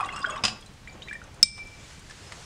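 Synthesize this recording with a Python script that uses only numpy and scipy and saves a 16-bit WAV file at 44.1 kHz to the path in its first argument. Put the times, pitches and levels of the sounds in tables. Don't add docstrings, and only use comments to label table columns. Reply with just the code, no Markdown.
import sys
import numpy as np
from scipy import signal
from scipy.fft import rfft, irfft, next_fast_len
from scipy.io import wavfile
from scipy.ndimage import uniform_filter1d, map_coordinates

SR = 44100
rng = np.random.default_rng(int(sys.argv[2]) if len(sys.argv) > 2 else 0)


def invert_db(x):
    u = np.asarray(x, float) / 20
    return 10 ** u


def wav_record(signal):
    frames = np.transpose(np.atleast_2d(signal))
    bounded = np.clip(frames, -1, 1)
    quanta = np.round(bounded * 32767).astype(np.int16)
    wavfile.write(sys.argv[1], SR, quanta)


N = 108177
CLINK_S, CLINK_DB = 1.4288, -0.7
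ATTACK_S = 0.0006
RISE_PER_S = 1.2
BUBBLE_WAVER, BUBBLE_HOLD = 0.006, 1.5


def unit(x):
    return x / np.sqrt(np.mean(x ** 2) + 1e-20)


def along(points, hz):
    f, v = np.transpose(points)
    return np.interp(np.log(hz + 1), np.log(f + 1), v)


def level(rows):
    return invert_db(np.interp(np.arange(N) / SR, *np.transpose(rows)))


def filtered(x, response):
    m = next_fast_len(len(x) + 8192)
    return irfft(rfft(x, m) * response(np.fft.rfftfreq(m, 1 / SR)), m)[:len(x)]


def peak(f, hz, width):
    return 1j * f * width / (hz * hz - f * f + 1j * f * width)


def noise(spectrum, patchy_db):
    z = signal.stft(rng.standard_normal(N + 512), nperseg=256)[2]
    patches = uniform_filter1d(rng.standard_normal(z.shape), 4, axis=0)
    patches = uniform_filter1d(patches, 12, axis=1)
    x = signal.istft(z * invert_db(patchy_db * unit(patches)), nperseg=256)[1][:N]
    return unit(filtered(x, lambda f: invert_db(along(spectrum, f))))


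def add(track, s, sound):
    part = track[round(s * SR):][:len(sound)]
    part += sound[:len(part)]


def ring(hz, db, t60, rise=0, attack=0.00046, waver=0, hold=1):
    t = np.arange(int(SR * min(t60 * 1.5, 1))) / SR
    wander = map_coordinates(rng.standard_normal(128), [t * 100])
    drift = np.cumsum(wander) / SR * waver
    envelope = invert_db(db - 60 * (t / t60) ** hold) * (1 - np.exp(-t / attack))
    return envelope * np.sin(2 * np.pi * hz * (t + rise * t * t / 2 + drift))


def crack(db, t60, hz, width):
    t = np.arange(SR // 4) / SR
    burst = invert_db(-60 * t / t60) * rng.standard_normal(len(t))
    return invert_db(db) * filtered(burst, lambda f: peak(f, hz, width) * peak(f, hz, 2 * width))


# frequency_hz, density_db
ROOM_TONE = [(12, -25), (20, -1), (113, -1.5), (204, -8), (228, -13.5), (513, -20.5), (2910, -24),
             (8410, -35.5), (16000, -50.5)]
# time_s, level_db
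MURK_LEVEL = [
    (0, -50.5),
    (.45, -46),
    (.62, -57),
    (.8, -67),
    (.95, -49.5),
    (1.2, -55.5),
    (1.4, -52),
    (2.0, -64),
    (2.45, -51),
]
# frequency_hz, density_db
SLOSH_SPECTRUM = [(60, -4), (150, -1), (500, -0.5), (1200, -6), (3000, -18), (8000, -57)]
# time_s, level_db
RUSTLE_LEVEL = [
    (1.55, -61.5),
    (1.9, -49.5),
    (2.02, -55),
    (2.12, -52),
    (2.45, -48.5),
]
# frequency_hz, density_db
CLOTH_SPECTRUM = [(400, -3.5), (1500, 3.5), (7000, 1), (9500, -7), (13000, -28.5), (16000, -37)]


def background():
    tone = invert_db(-49) * noise(ROOM_TONE, patchy_db=-1)
    slosh = level(MURK_LEVEL) * noise(SLOSH_SPECTRUM, patchy_db=3.0)
    rustle = level(RUSTLE_LEVEL) * noise(CLOTH_SPECTRUM, patchy_db=1.0)
    return tone + slosh + rustle


# frequency_hz, t60_s
ROOM_DECAY = [(200, 0.71), (2000, 0.36), (6000, 0.34), (12000, 0.2)]


def room(x):
    hz, t, z = signal.stft(rng.standard_normal(SR // 2), SR, nperseg=256)
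    decay = invert_db(-60 * t / along(ROOM_DECAY, hz)[:, None])
    tail = signal.istft(z * decay, SR, nperseg=256)[1]
    return signal.fftconvolve(np.pad(x, (200, 0)), tail / np.linalg.norm(tail))[:N]


# start_s, peak_db, centre_hz
TAPS = [(.01, -51, 10500), (0.161, -33.5, 5500), (.19, -45, 9000), (0.609, -43, 9100), (0.661, -42.5, 7600),
        (.735, -51, 9200), (1.1307, -42, 9300), (1.239, -48, 7000), (1.343, -44.5, 9400),
        (1.579, -29.5, 1370), (1.672, -46, 9500), (1.994, -41.5, 9700), (2.097, -37.5, 5150),
        (2.107, -30, 1530), (2.322, -35.5, 5100), (2.321, -24.5, 1430)]


def taps():
    out = np.zeros(N)
    for s, db, hz in TAPS:
        add(out, s, crack(db, t60=0.048, hz=hz, width=hz * 1.42))
    return out


# start_s, peak_db, pitch_hz
SPLASHES = [(.001, -49, 8200), (.009, -28.5, 10600), (.01, -53, 9100), (.036, -37, 1915), (.041, -46, 6020),
            (.041, -52, 8050), (.046, -44, 6945), (.059, -52, 6615), (.059, -47, 9250), (.101, -35, 2756),
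            (.124, -44, 6945), (.134, -43, 4200), (.134, -46, 6615), (.14, -44, 8000), (.145, -43, 5100),
            (.16, -41, 7200), (.168, -56, 7200), (.162, -35.5, 2730), (.172, -36, 2740), (.178, -47, 7830),
            (.189, -41, 8460), (.192, -44, 7650), (.192, -47, 6350), (.204, -44, 8240), (.205, -44, 4930),
            (.207, -40, 2750), (.217, -36, 4890), (.23, -28.5, 1097), (.263, -40, 4980), (.263, -50, 8050),
            (.263, -44, 7200), (.276, -38, 1630), (.283, -53, 4900), (.285, -43, 7800), (.297, -42, 8710),
            (.298, -35, 3300), (.299, -42, 2950), (.308, -35.5, 3260), (.319, -41, 2200), (.319, -42, 1500),
            (.332, -37.5, 1197), (.358, -39, 2940), (.362, -41.5, 8000), (.364, -50, 4940),
            (.364, -51, 5460), (.377, -44, 5770), (.377, -38.5, 3670), (.38, -54, 1505), (.38, -41, 899),
            (.385, -51, 2980), (.426, -44, 5200), (.878, -48, 6930), (.895, -45.5, 4700),
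            (1.032, -44.5, 6700), (1.096, -52, 8000), (1.238, -47, 6300)]


def splashes():
    out = np.zeros(N)
    for s, db, hz in SPLASHES:
        add(out, s, ring(hz, db, 127 / hz, RISE_PER_S, ATTACK_S, 2 * BUBBLE_WAVER, BUBBLE_HOLD))
        add(out, s, crack(db - 1, t60=0.024, hz=hz, width=hz * .4))
    return out


# start_s, peak_db, pitch_hz, t60_s
BUBBLES = [(.001, -11.5, 1044, 0.012), (.006, -16, 1285, 0.019), (.007, -26, 2476, 0.036),
           (.029, -17, 1130, 0.078), (.047, -27.5, 3690, 0.0072), (.059, -31.5, 7750, 0.0057),
           (0.085, -35.5, 3300, 0.062), (0.088, -32, 1500, 0.033), (0.09, -23.5, 2084, 0.031),
           (0.125, -34.5, 2590, 0.081), (0.127, -47, 7900, 0.046), (0.162, -43.5, 7940, 0.084),
           (.161, -41, 5350, 0.098), (0.161, -28, 1300, .03), (.229, -31.5, 4940, 0.038),
           (.225, -32, 3580, 0.029), (.243, -15, 1424, 0.043), (0.2479, -16, 1543, 0.031),
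           (0.259, -28.5, 3210, 0.054), (.272, -33, 638, 0.093), (.293, -21.5, 1196, 0.037),
           (.298, -35.5, 8030, 0.033), (.305, -32, 6740, 0.039), (0.36, -15, 1500, 0.004),
           (0.365, -27.5, 1090, 0.092), (.061, -37, 2756, 0.08), (.321, -37.5, 2670, 0.13),
           (.306, -31.5, 603, 0.049), (.328, -36, 620, 0.15), (.012, -25, 770, 0.061),
           (.054, -31.5, 780, 0.086)]
# start_s, peak_db, pitch_hz,
# t60_s
DROPS = [(.624, -40, 3290, 0.037), (.662, -47, 4000, 0.087), (.8746, -25, 1990, 0.0099),
         (.927, -47.5, 6840, 0.049), (1.0203, -27.5, 3090, 0.013), (1.025, -35.5, 3750, 0.053),
         (1.04, -50.5, 3950, 0.25), (1.0751, -34, 1920, 0.021), (1.0841, -21, 2100, 0.0049),
         (1.085, -35, 3590, 0.019), (1.1111, -27, 1694, 0.045), (1.128, -24, 1810, 0.02),
         (1.131, -37.5, 8100, 0.013), (1.1535, -29, 1824, 0.039), (1.16, -44, 1840, .04),
         (1.2163, -31.5, 1440, 0.02), (2.098, -40.5, 1714, 0.072), (2.11, -36, 5200, 0.011),
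         (2.23, -55, 5120, 0.17), (2.266, -49.5, 5110, 0.2), (2.3215, -27.5, 1850, 0.012)]


def bubbles():
    out = np.zeros(N)
    for s, db, hz, t60 in [*BUBBLES, *DROPS]:
        rise = min(RISE_PER_S, 0.04 / t60)
        add(out, s, ring(hz, db, 0.65 * t60, rise, ATTACK_S, BUBBLE_WAVER, BUBBLE_HOLD))
        add(out, s, crack(db - 5, t60=0.049, hz=hz * 1.02, width=hz * 0.56))
    return out


# time_s, level_db
SWISH_LEVEL = [
    (0, -28),
    (.06, -38),
    (.115, -40.5),
    (.14, -34),
    (.2, -35),
    (.235, -46),
    (.3, -36),
    (.39, -35.5),
    (.43, -58),
]
# frequency_hz, width_hz, level_db
WET_JAR = [(597, 15, -28), (1090, 19, -1), (1168.6, 22, -4), (1500, 450, -5.5), (2740, 84, -12.5),
           (3300, 73, -14), (5100, 40, -21)]


def stirring():
    knocks_per_s, knock_spread_db, churn_db, fizz_db = 200, 4, -7, -7
    grain_hz, grain_spread, grain_db = 2682, 0.7, -18
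    strength = level([*SWISH_LEVEL, (.45, -30), (.5, -100)])
    jar, grains = np.zeros(N), np.zeros(N)
    for hz, width, db in WET_JAR:
        struck = rng.random(N) < knocks_per_s / SR
        knocks = struck * invert_db(knock_spread_db * rng.standard_normal(N))
        drive = unit(knocks) + invert_db(churn_db) * rng.standard_normal(N)
        mode = filtered(drive, lambda f: peak(f, hz, width) * peak(f, hz, 6 * width))
        jar += invert_db(db) * unit(mode)
    for when, pitch, size in zip(rng.random(260), *rng.standard_normal((2, 260))):
        hz = np.clip(grain_hz * np.exp(grain_spread * pitch), 500, 9500)
        db = grain_db + 4 * size - 3 * np.log2(hz / grain_hz)
        add(grains, 0.35 * when, ring(hz, db, 6.6 / hz + 0.026, rise=4.6, attack=ATTACK_S))
    fizz = noise([(200, -19), (1200, 20), (4000, -36), (9000, -10), (14000, -59)], patchy_db=2)
    return strength * (0.44 * jar + grains + invert_db(fizz_db) * fizz)


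# start_s, peak_db, brightness_db_per_octave
RATTLE = [
    (0.4376, -13.5, -3.5),
    (0.4512, -10.5, 2),
    (0.4806, -22, -3),
]
WALL_HZ = [205, 120, 750, 1150, 1390, 2620, 2960, 3550, 4910, 5020, 5200, 7050, 8400]
# level_db, t60_s
WALL_MODES = [(-23, 0.11), (-22.5, 0.13), (-13.5, 0.033), (-11, 0.043), (-19.5, 0.049), (-3, 0.034),
              (1.5, 0.013), (-7, 0.022), (0.5, 0.039), (-18.5, 0.18), (-11, 0.071), (-10, 0.021),
              (-28, 0.03)]
# frequency_hz, level_db, t60_s
MORE_RATTLE_MODES = [(2750, -15, 0.11), (3200, -11, 0.046), (3860, -2, 0.017), (4490, -12, 0.032),
                     (4580, -11, 0.032), (4720, -21, 0.17), (5780, -17, 0.044)]


def rattle():
    out = np.zeros(N)
    wall = [(hz, *mode) for hz, mode in zip(WALL_HZ, WALL_MODES)]
    for s, db, bright_db in RATTLE:
        for hz, mode_db, t60 in [*wall, *MORE_RATTLE_MODES]:
            tilt_db = bright_db * np.log2(max(hz, 700) / 3000) + rng.normal(0, 1.5)
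            add(out, s, ring(hz, db + mode_db + tilt_db, t60, waver=BUBBLE_WAVER))
        add(out, s, crack(db - 1.5, t60=0.017, hz=4000, width=2500))
        add(out, s, crack(db - 4.5 - bright_db, t60=0.088, hz=1620, width=4900))
    return out


# level_db, t60_s
REBOUND_MODES = [(-39, 0.85), (-38, 0.55), (-41.5, 0.31)]


def rebound():
    out = np.zeros(N)
    for k, (hz, (db, t60)) in enumerate(zip([2333, 2349.5, 5240], REBOUND_MODES)):
        add(out, 1.583, (-1) ** k * ring(hz, db, t60, attack=0.0053))
    return out


# start_s, peak_db, brightness_db_per_octave
NUDGES = [
    (.875, -37.5, -13),
    (1.085, -32, -6),
    (1.132, -36.5, 3.5),
]
# frequency_hz, t60_s
NUDGE_MODES = [(2350, 0.15), (5200, 0.17)]


def nudges():
    out = np.zeros(N)
    for s, db, bright_db in NUDGES:
        for hz, t60 in NUDGE_MODES:
            mode_db = db + (bright_db - 17.0) * np.log2(hz / 2345)
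            add(out, s, ring(hz, mode_db, t60, attack=0.0028, waver=0.005))
    return out


RIM_HZ = [200, 2340, 3780, 4517, 5873, 5222, 5200, 5238, 5356, 7310, 7913, 8150, 9200, 9927]
# level_db, t60_s
RIM_MODES = [(-38.5, 0.28), (-23.5, 0.34), (-21, 0.12), (-10, 0.028), (-34, 0.09), (-1.5, 0.063),
             (7.5, 0.0041), (-35, 0.69), (-29, 0.33), (-22, 0.09), (-11.5, 0.027), (-25, 0.27),
             (-14, 0.024), (-15.5, 0.05)]


def clink():
    out = np.zeros(N)
    for hz, (mode_db, t60) in zip(RIM_HZ, RIM_MODES):
        add(out, CLINK_S, ring(hz, CLINK_DB + mode_db, t60, attack=0.00033, waver=0.0025))
    add(out, CLINK_S, crack(CLINK_DB, t60=0.0098, hz=5200, width=4100))
    add(out, CLINK_S, crack(CLINK_DB - 9.5, t60=0.028, hz=2190, width=2200))
    add(out, CLINK_S, crack(CLINK_DB - 27.0, t60=0.036, hz=6000, width=970))
    add(out, CLINK_S, crack(CLINK_DB - 22.5, t60=0.27, hz=5300, width=2800))
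    return out


# frequency_hz, gain_db
MIC_RESPONSE = [(9000, -1.5), (11000, -16.5), (16000, -31)]


def scene():
    water = stirring() + bubbles() + splashes() + taps() + rattle()
    glass = clink() + nudges()
    near = water + invert_db(-12) * room(water) + glass + rebound() + invert_db(-13) * room(glass)
    heard = filtered(near, lambda f: invert_db(along(MIC_RESPONSE, f)))
    return (heard + filtered(background(), lambda f: f < 15700))[None]


def roll_off(x):
    return signal.sosfilt(signal.butter(12, 16770, fs=SR, output="sos"), x)


def record(dry):
    duck_db, duck_in_s, duck_hold_s, duck_out_s = -9.5, 0.0078, 0.09, 0.051
    hardness = 6
    s = CLINK_S + 0.0057
    gain = level([(s, 0), (s + duck_in_s, duck_db), (s + duck_hold_s, duck_db),
                  (s + duck_hold_s + duck_out_s, 0)])
    bass = filtered(dry[0], lambda f: 1 / (1 + (f / 200) ** 4))
    ducked = bass + (dry - bass) * gain
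    mix = ducked / (1 + np.abs(ducked) ** hardness) ** (1 / hardness)
    return roll_off(mix)


dry = scene()
out = record(dry)
wav_record(out)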